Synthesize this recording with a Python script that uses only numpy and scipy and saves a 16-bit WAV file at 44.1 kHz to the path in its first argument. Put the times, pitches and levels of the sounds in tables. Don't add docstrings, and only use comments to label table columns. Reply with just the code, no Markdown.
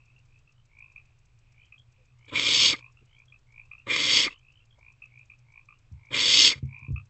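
import sys
import numpy as np
from scipy import signal
from scipy.fft import rfft, irfft
from scipy.io import wavfile

SR = 44100
rng = np.random.default_rng(int(sys.argv[2]) if len(sys.argv) > 2 else 0)


def file_out(sig):
    cols = np.atleast_2d(sig).T
    lim = np.clip(cols, -1, 1)
    pcm = np.round(lim * 32767).astype(np.int16)
    wavfile.write(sys.argv[1], SR, pcm)


N = 312669
TIME = np.arange(N) / SR
FREQ = np.arange(N // 2 + 1) * SR / N


def undb(db):
    return 10 ** (np.asarray(db) / 20)


def add(track, start_s, sound):
    i = max(int(start_s * SR), 0)
    track[i:i + len(sound)] += sound[:max(N - i, 0)]


def colour(x, gain):
    y = irfft(rfft(x) * gain, N)
    return y / y.std()


def noise(gain):
    return colour(rng.standard_normal(N), gain)


def wander(rate_hz):
    return noise(1 / (1 + (FREQ / rate_hz) ** 4))


def resonances(modes):
    power = 0
    for centre_hz, width_hz, level_db in modes:
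        offset = (FREQ - centre_hz) / (0.68 * width_hz)
        power = power + undb(2 * level_db) / (1 + offset ** 2) ** 2
    return np.sqrt(power)


def contour(points):
    hz, db = np.transpose(points)
    return undb(np.interp(np.log(FREQ + 1), np.log(hz), db))


def note(length_s, from_hz, to_hz):
    u = np.linspace(0, 1, int(length_s * SR))
    phase = 2 * np.pi * np.cumsum(from_hz + (to_hz - from_hz) * u) / SR
    return np.sin(np.pi * u) ** 2 * np.sin(phase)


def squeaks(table, rough_db, rough_hz):
    out = np.zeros(N)
    for start_s, length_s, from_hz, to_hz, peak_db in table:
        add(out, start_s, undb(peak_db) * note(length_s, from_hz, to_hz))
    return out * undb(rough_db * wander(rough_hz))


# freq_hz [Hz], level_db [dB per Hz]
NIGHT_SPECTRUM = [(20, -0.5), (45, -7), (120, -5), (150, -18.5), (230, -26), (400, -29), (700, -31.5),
                  (1100, -30.5), (1800, -34.5), (3200, -35.5), (4500, -39), (8000, -41.5)]


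def night(level_db=-63):
    return noise(contour(NIGHT_SPECTRUM) * (FREQ > 12)) * undb(level_db + 0.5 * wander(3))


def hum(centre_hz=121.8, width_hz=12, level_db=-65):
    return undb(level_db) * noise(resonances([(centre_hz, width_hz, 0)]))


def ticking(first_s=0.258, every_s=2 / 15, length_s=0.01, level_db=-71):
    times = (first_s + np.arange(0, 1, every_s)) % 1
    ticks = sum(np.exp(-(2 * (TIME % 1 - s) / length_s) ** 2) for s in times)
    return undb(level_db) * ticks * noise(resonances([(6150, 2600, 0)]))


# middle_s [s], length_s [s], centre_hz [Hz], level_db [dB]
SCUFFS = [(1.107, 0.0094, 710, -71), (3.026, 0.025, 307, -61.5), (4.789, 0.018, 820, -64),
          (6.582, 0.01, 400, -55)]


def shuffles():
    out = np.zeros(N)
    for middle_s, length_s, centre_hz, level_db in SCUFFS:
        puff = np.exp(-(2 * (TIME - middle_s) / length_s) ** 2)
        out += undb(level_db) * puff * noise(resonances([(centre_hz, 0.45 * centre_hz, 0)]))
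    return out


# start_s [s], push_db [dB], contact_s [s]
BOARD_BUMPS = [(5.913, -45, 0.0042), (5.922, -36, 0.0078), (6.554, -42, 0.004), (6.627, -28, 0.0031),
               (6.648, -43.5, 0.0034), (6.82, -46, 0.004), (6.882, -34, 0.003), (6.903, -29, 0.003),
               (6.917, -18.5, 0.011)]
# [dB, relative]
BOARD_MODES = [(76.7, 0.15, 2), (98, 0.29, -4.5), (131.4, 0.25, 5), (170, 0.29, -22), (218, 0.25, -8.5),
               (266, 0.083, -15), (295, 0.11, -13.5), (390, 0.12, -16.5), (466, 0.076, -13.5)]


def bumps():
    pushes, t = np.zeros(N), TIME[:SR // 2]
    for start_s, push_db, contact_s in BOARD_BUMPS:
        push = np.hanning(int(contact_s * SR))
        add(pushes, start_s, undb(push_db) * push / push.sum())
    ring = np.zeros(len(t))
    for mode_hz, t60_s, level_db in BOARD_MODES:
        ring += undb(level_db - 60 * t / t60_s) * np.sin(2 * np.pi * mode_hz * t)
    boom = signal.fftconvolve(pushes, ring)[:N]
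    leak = signal.butter(6, 68, "high", fs=SR, output="sos")
    return signal.sosfilt(leak, boom)


PIPS_PER_S = 55


def throb(depth_db):
    phase = 2 * np.pi * np.cumsum(PIPS_PER_S * (1 + 0.025 * wander(6))) / SR
    return undb(depth_db * np.sin(phase))


def twitter(centre_hz=2500, width_hz=340, level_db=-79, swell_db=4):
    band = noise(resonances([(centre_hz, width_hz, 0)]))
    return band * throb(depth_db=2.5) * undb(level_db + swell_db * wander(4))


UNDER_FOLLOWS = 0.41


def trill(crest_s, pitch_hz, level_db, under_db, under_share=0.42):
    k = np.arange(-7, 4)
    drop = np.where(k < 0, 1.7, 4.2) * abs(k) ** 1.4
    pitch = pitch_hz * (1 + 0.014 * k)
    return zip(crest_s + k / PIPS_PER_S, pitch, level_db - drop,
               under_share * pitch, under_db - UNDER_FOLLOWS * drop)


def chip(first_s, pitch_hz, level_db, under_db, under_share=0.483):
    k = np.arange(3)
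    drop = 2.4 * k ** 2
    pitch = pitch_hz * (1 + 0.0091 * k)
    return zip(first_s + k / PIPS_PER_S, pitch, level_db - drop,
               under_share * pitch, under_db - UNDER_FOLLOWS * drop)


# delay_s [s], level_db [dB re direct sound]
WALL_ECHOES = [(.0034, -18.5), (.0066, -11.5), (0.0124, -12.5), (0.017, -11)]


def box_response(ring_db=-13, ring_t60_s=0.12):
    t = TIME[:SR // 8]
    box = rng.standard_normal(len(t)) * undb(-60 * t / ring_t60_s)
    box *= undb(ring_db) / np.linalg.norm(box)
    box[0] = 1
    for delay_s, level_db in WALL_ECHOES:
        box[int(delay_s * SR)] += undb(level_db)
    return box


# crest_s [s], pitch_hz [Hz], level_db [dB before trim], under_db [dB of its low tone before trim]
CHICK_TRILLS = [(0.02, 2640, -62, -76), (0.103, 2570, -59.5, -76), (0.362, 2560, -56.5, -77),
                (0.6, 3010, -66, -74), (0.826, 2445, -42.5, -65), (0.902, 2490, -51, -66.5),
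                (1.619, 2430, -52, -77), (1.649, 3100, -59.5, -79), (2.105, 2520, -65, -79),
                (2.25, 3050, -64, -69), (2.302, 2384, -46.5, -65), (2.846, 2476, -42.5, -54.5),
                (3.151, 3140, -58.5, -77), (3.203, 2410, -50.5, -70), (3.599, 2416, -42, -65.5),
                (3.657, 2570, -61, -68), (4.31, 2610, -41, -56), (4.361, 3000, -54, -69),
                (4.487, 2610, -51.5, -74), (4.576, 3050, -57.5, -80), (4.885, 2434, -44.5, -62),
                (5.196, 2424, -45, -74), (5.578, 2405, -46, -60), (6.031, 2355, -60.5, -66.5),
                (6.108, 2360, -47, -65), (6.766, 2426, -39, -58), (6.85, 2433, -39.5, -52.5)]
# first_s [s], pitch_hz [Hz], level_db [dB before trim], under_db [dB of its low tone before trim]
CHICK_CHIPS = [(0.165, 2710, -55.5, -79), (0.477, 2620, -57.5, -72), (0.963, 2470, -40, -64),
               (1.726, 2520, -44.5, -65), (1.782, 3280, -51, -76), (2.974, 2690, -56.5, -66),
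               (3.284, 3280, -57, -77), (3.326, 2460, -46, -64), (3.717, 2480, -36, -53.5),
               (3.783, 2660, -47.5, -66), (4.606, 2770, -57, -71), (4.71, 3240, -59.5, -76),
               (5.023, 2530, -40, -63), (5.302, 2460, -41, -65), (5.69, 2444, -43, -49.5),
               (5.74, 2770, -61, -74), (6.963, 2524, -37.5, -48.5)]


def chitter(pip_s=0.009, glide=0.048, pip_trim_db=0.5, under_trim_db=-2, scatter_db=0.88, hoarse_db=1.5):
    out = np.zeros(N)
    calls = [trill(*row) for row in CHICK_TRILLS] + [chip(*row) for row in CHICK_CHIPS]
    for pips in calls:
        for middle_s, pitch_hz, level_db, under_hz, under_db in pips:
            late, sharp, loud = rng.standard_normal(3)
            sweep = (1 + 0.0092 * sharp) * np.array([1 - glide, 1 + glide])
            pip = undb(level_db + pip_trim_db) * note(pip_s, *pitch_hz * sweep)
            under = undb(under_db + under_trim_db) * note(pip_s, *under_hz * sweep)
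            add(out, middle_s + 0.00027 * late - pip_s / 2, undb(scatter_db * loud) * (pip + under))
    hoarse = out * undb(hoarse_db * wander(350))
    return signal.fftconvolve(hoarse, box_response())[:N]


# start_s [s], length_s [s], from_hz [Hz], to_hz [Hz], peak_db [dB before roughness]
LOW_PEEP = (1.965, 0.09, 545, 475, -69)


def peep():
    return squeaks([LOW_PEEP], rough_db=2.5, rough_hz=150)


def gate(on_s, off_s):
    attack = 2399 * np.maximum(on_s - TIME, 0)
    release = 999 * np.maximum(TIME - off_s, 0)
    return -np.minimum(attack + release, 120)


def effort(start_s, widest_s, shut_s, crest_db, throat_db, lead_s):
    voiced_s = start_s + 0.035
    voice = gate(start_s, shut_s) - 650 * np.maximum(voiced_s - TIME, 0)
    climb = np.interp(TIME, [voiced_s, widest_s], [-12.5, 0])
    sag = 16 * np.interp(TIME, [widest_s, shut_s], [0, 1]) ** 3
    accent = np.exp(-((TIME - voiced_s) / 0.036) ** 2)
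    push = np.exp(-((TIME - widest_s) / 0.052) ** 2) - 1
    leak = undb(-57 + gate(start_s - lead_s, shut_s + 0.064))
    rasp = undb(crest_db + climb - sag + voice)
    throat = undb(throat_db + 6 * accent + 2.5 * push + voice)
    rush = undb(-37 + 3 * accent + 3 * push + gate(start_s, shut_s + 0.0046))
    return rasp + leak, throat + leak, rush + undb(-2.5) * leak


# [dB, relative]
BEAK_MODES = [(2591, 38, -4), (2865, 91, -2.5), (3044, 62, -4.5), (3175, 74, 1.5), (3350, 87, 0.5),
              (3478, 190, -1), (3760, 85, -2), (3890, 80, -5.5), (4120, 70, -9.5), (4270, 59, -3),
              (4535, 82, -0.5), (4622, 64, -0.5), (4860, 46, -8.5), (4960, 60, -11), (5090, 88, -8.5),
              (5225, 70, -4.5), (5450, 140, -8), (5740, 300, -17), (6230, 110, -10.5), (6637, 180, -9),
              (7320, 300, -19), (7650, 520, -18.5)]
# [dB, relative]
THROAT_MODES = [(1990, 66, -22), (2393, 39, 4), (2410, 60, -9.5)]
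# freq_hz [Hz], level_db [dB per Hz]
RUSH_SPECTRUM = [(35, -36.5), (60, -11.5), (118, 1), (203, -9.5), (295, 3), (371, -7), (487, 0), (587, -5),
                 (659, -18.5), (817, -26), (890, -11), (1010, -4), (1190, -4.5), (1450, -12), (1850, -13.5),
                 (2400, -38.5), (4070, -120)]


def hiss(start_s, widest_s, shut_s, crest_db, throat_db, throat_hz, treble_db, lead_s):
    rasp, throat, rush = effort(start_s, widest_s, shut_s, crest_db, throat_db, lead_s)
    air = rng.standard_normal(N) * undb(2 * wander(220))
    beak = resonances(BEAK_MODES)
    upper = np.interp(FREQ, [3900, 4460, 6450, 7100], [0.19, 1, 1.0, 0.24])
    gape = np.exp(-((TIME - widest_s) / 0.16) ** 2)
    narrow = colour(air, beak * undb(upper * (treble_db - 3) + 1.0 * (FREQ < 2750)))
    wide = colour(air, beak * undb(upper * (treble_db + 3)))
    dull = colour(air, beak * undb(-16 * upper))
    treble_in = np.interp(TIME, [start_s, start_s + 0.08], [0, 1])
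    bright = gape * wide + (1 - gape) * narrow
    mouth = rasp * (treble_in * bright + (1 - treble_in) * dull)
    ring = colour(air, resonances(THROAT_MODES + [(throat_hz, 170, 1.5)]))
    low_air = colour(air, contour(RUSH_SPECTRUM))
    return mouth + throat * ring + undb(-2.27) * rush * low_air


# lead_s [s before shutting], length_s [s], from_hz [Hz], to_hz [Hz], peak_db [dB before roughness]
VOICE_SLIDE = (0.01, 0.04, 2399.5, 1950, -31.5)
# lead_s [s before shutting], length_s [s], from_hz [Hz], to_hz [Hz], peak_db [dB before each hiss's gulp_db]
GULP_NOTES = [(.012, .03, 450, 190, -30), (0.0008, 0.024, 1270, 1160, -33)]


def closing(shut_s, gulp_db):
    notes = [(VOICE_SLIDE, 0)] + [(row, gulp_db) for row in GULP_NOTES]
    return [(shut_s - lead_s, length_s, from_hz, to_hz, peak_db + extra_db)
            for (lead_s, length_s, from_hz, to_hz, peak_db), extra_db in notes]


# [dB, gulp trim]
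BEGGING_HISSES = [(2.324, 2.635, 2.7324, -18, -29.5, 2240, -0.5, 0.042, -6.5),
                  (3.871, 4.168, 4.268, -19.5, -29, 2134, -1, 0.0018, -2.5),
                  (6.114, 6.42, 6.522, -14.5, -30, 2137, 1, 0.0055, -24)]


def begging():
    hisses = sum(hiss(*row[:-1]) for row in BEGGING_HISSES)
    endings = [n for row in BEGGING_HISSES for n in closing(row[2], row[-1])]
    return hisses + squeaks(endings, rough_db=4, rough_hz=450)


def scene():
    background = night() + hum() + ticking()
    movement = shuffles() + bumps()
    voices = twitter() + chitter() + peep() + begging()
    return np.tile(background + movement + voices, (2, 1))


def record(dry):
    return signal.sosfilt(signal.ellip(12, 0.2, 80, 8050, fs=SR, output="sos"), dry)


dry = scene()
out = record(dry)
file_out(out)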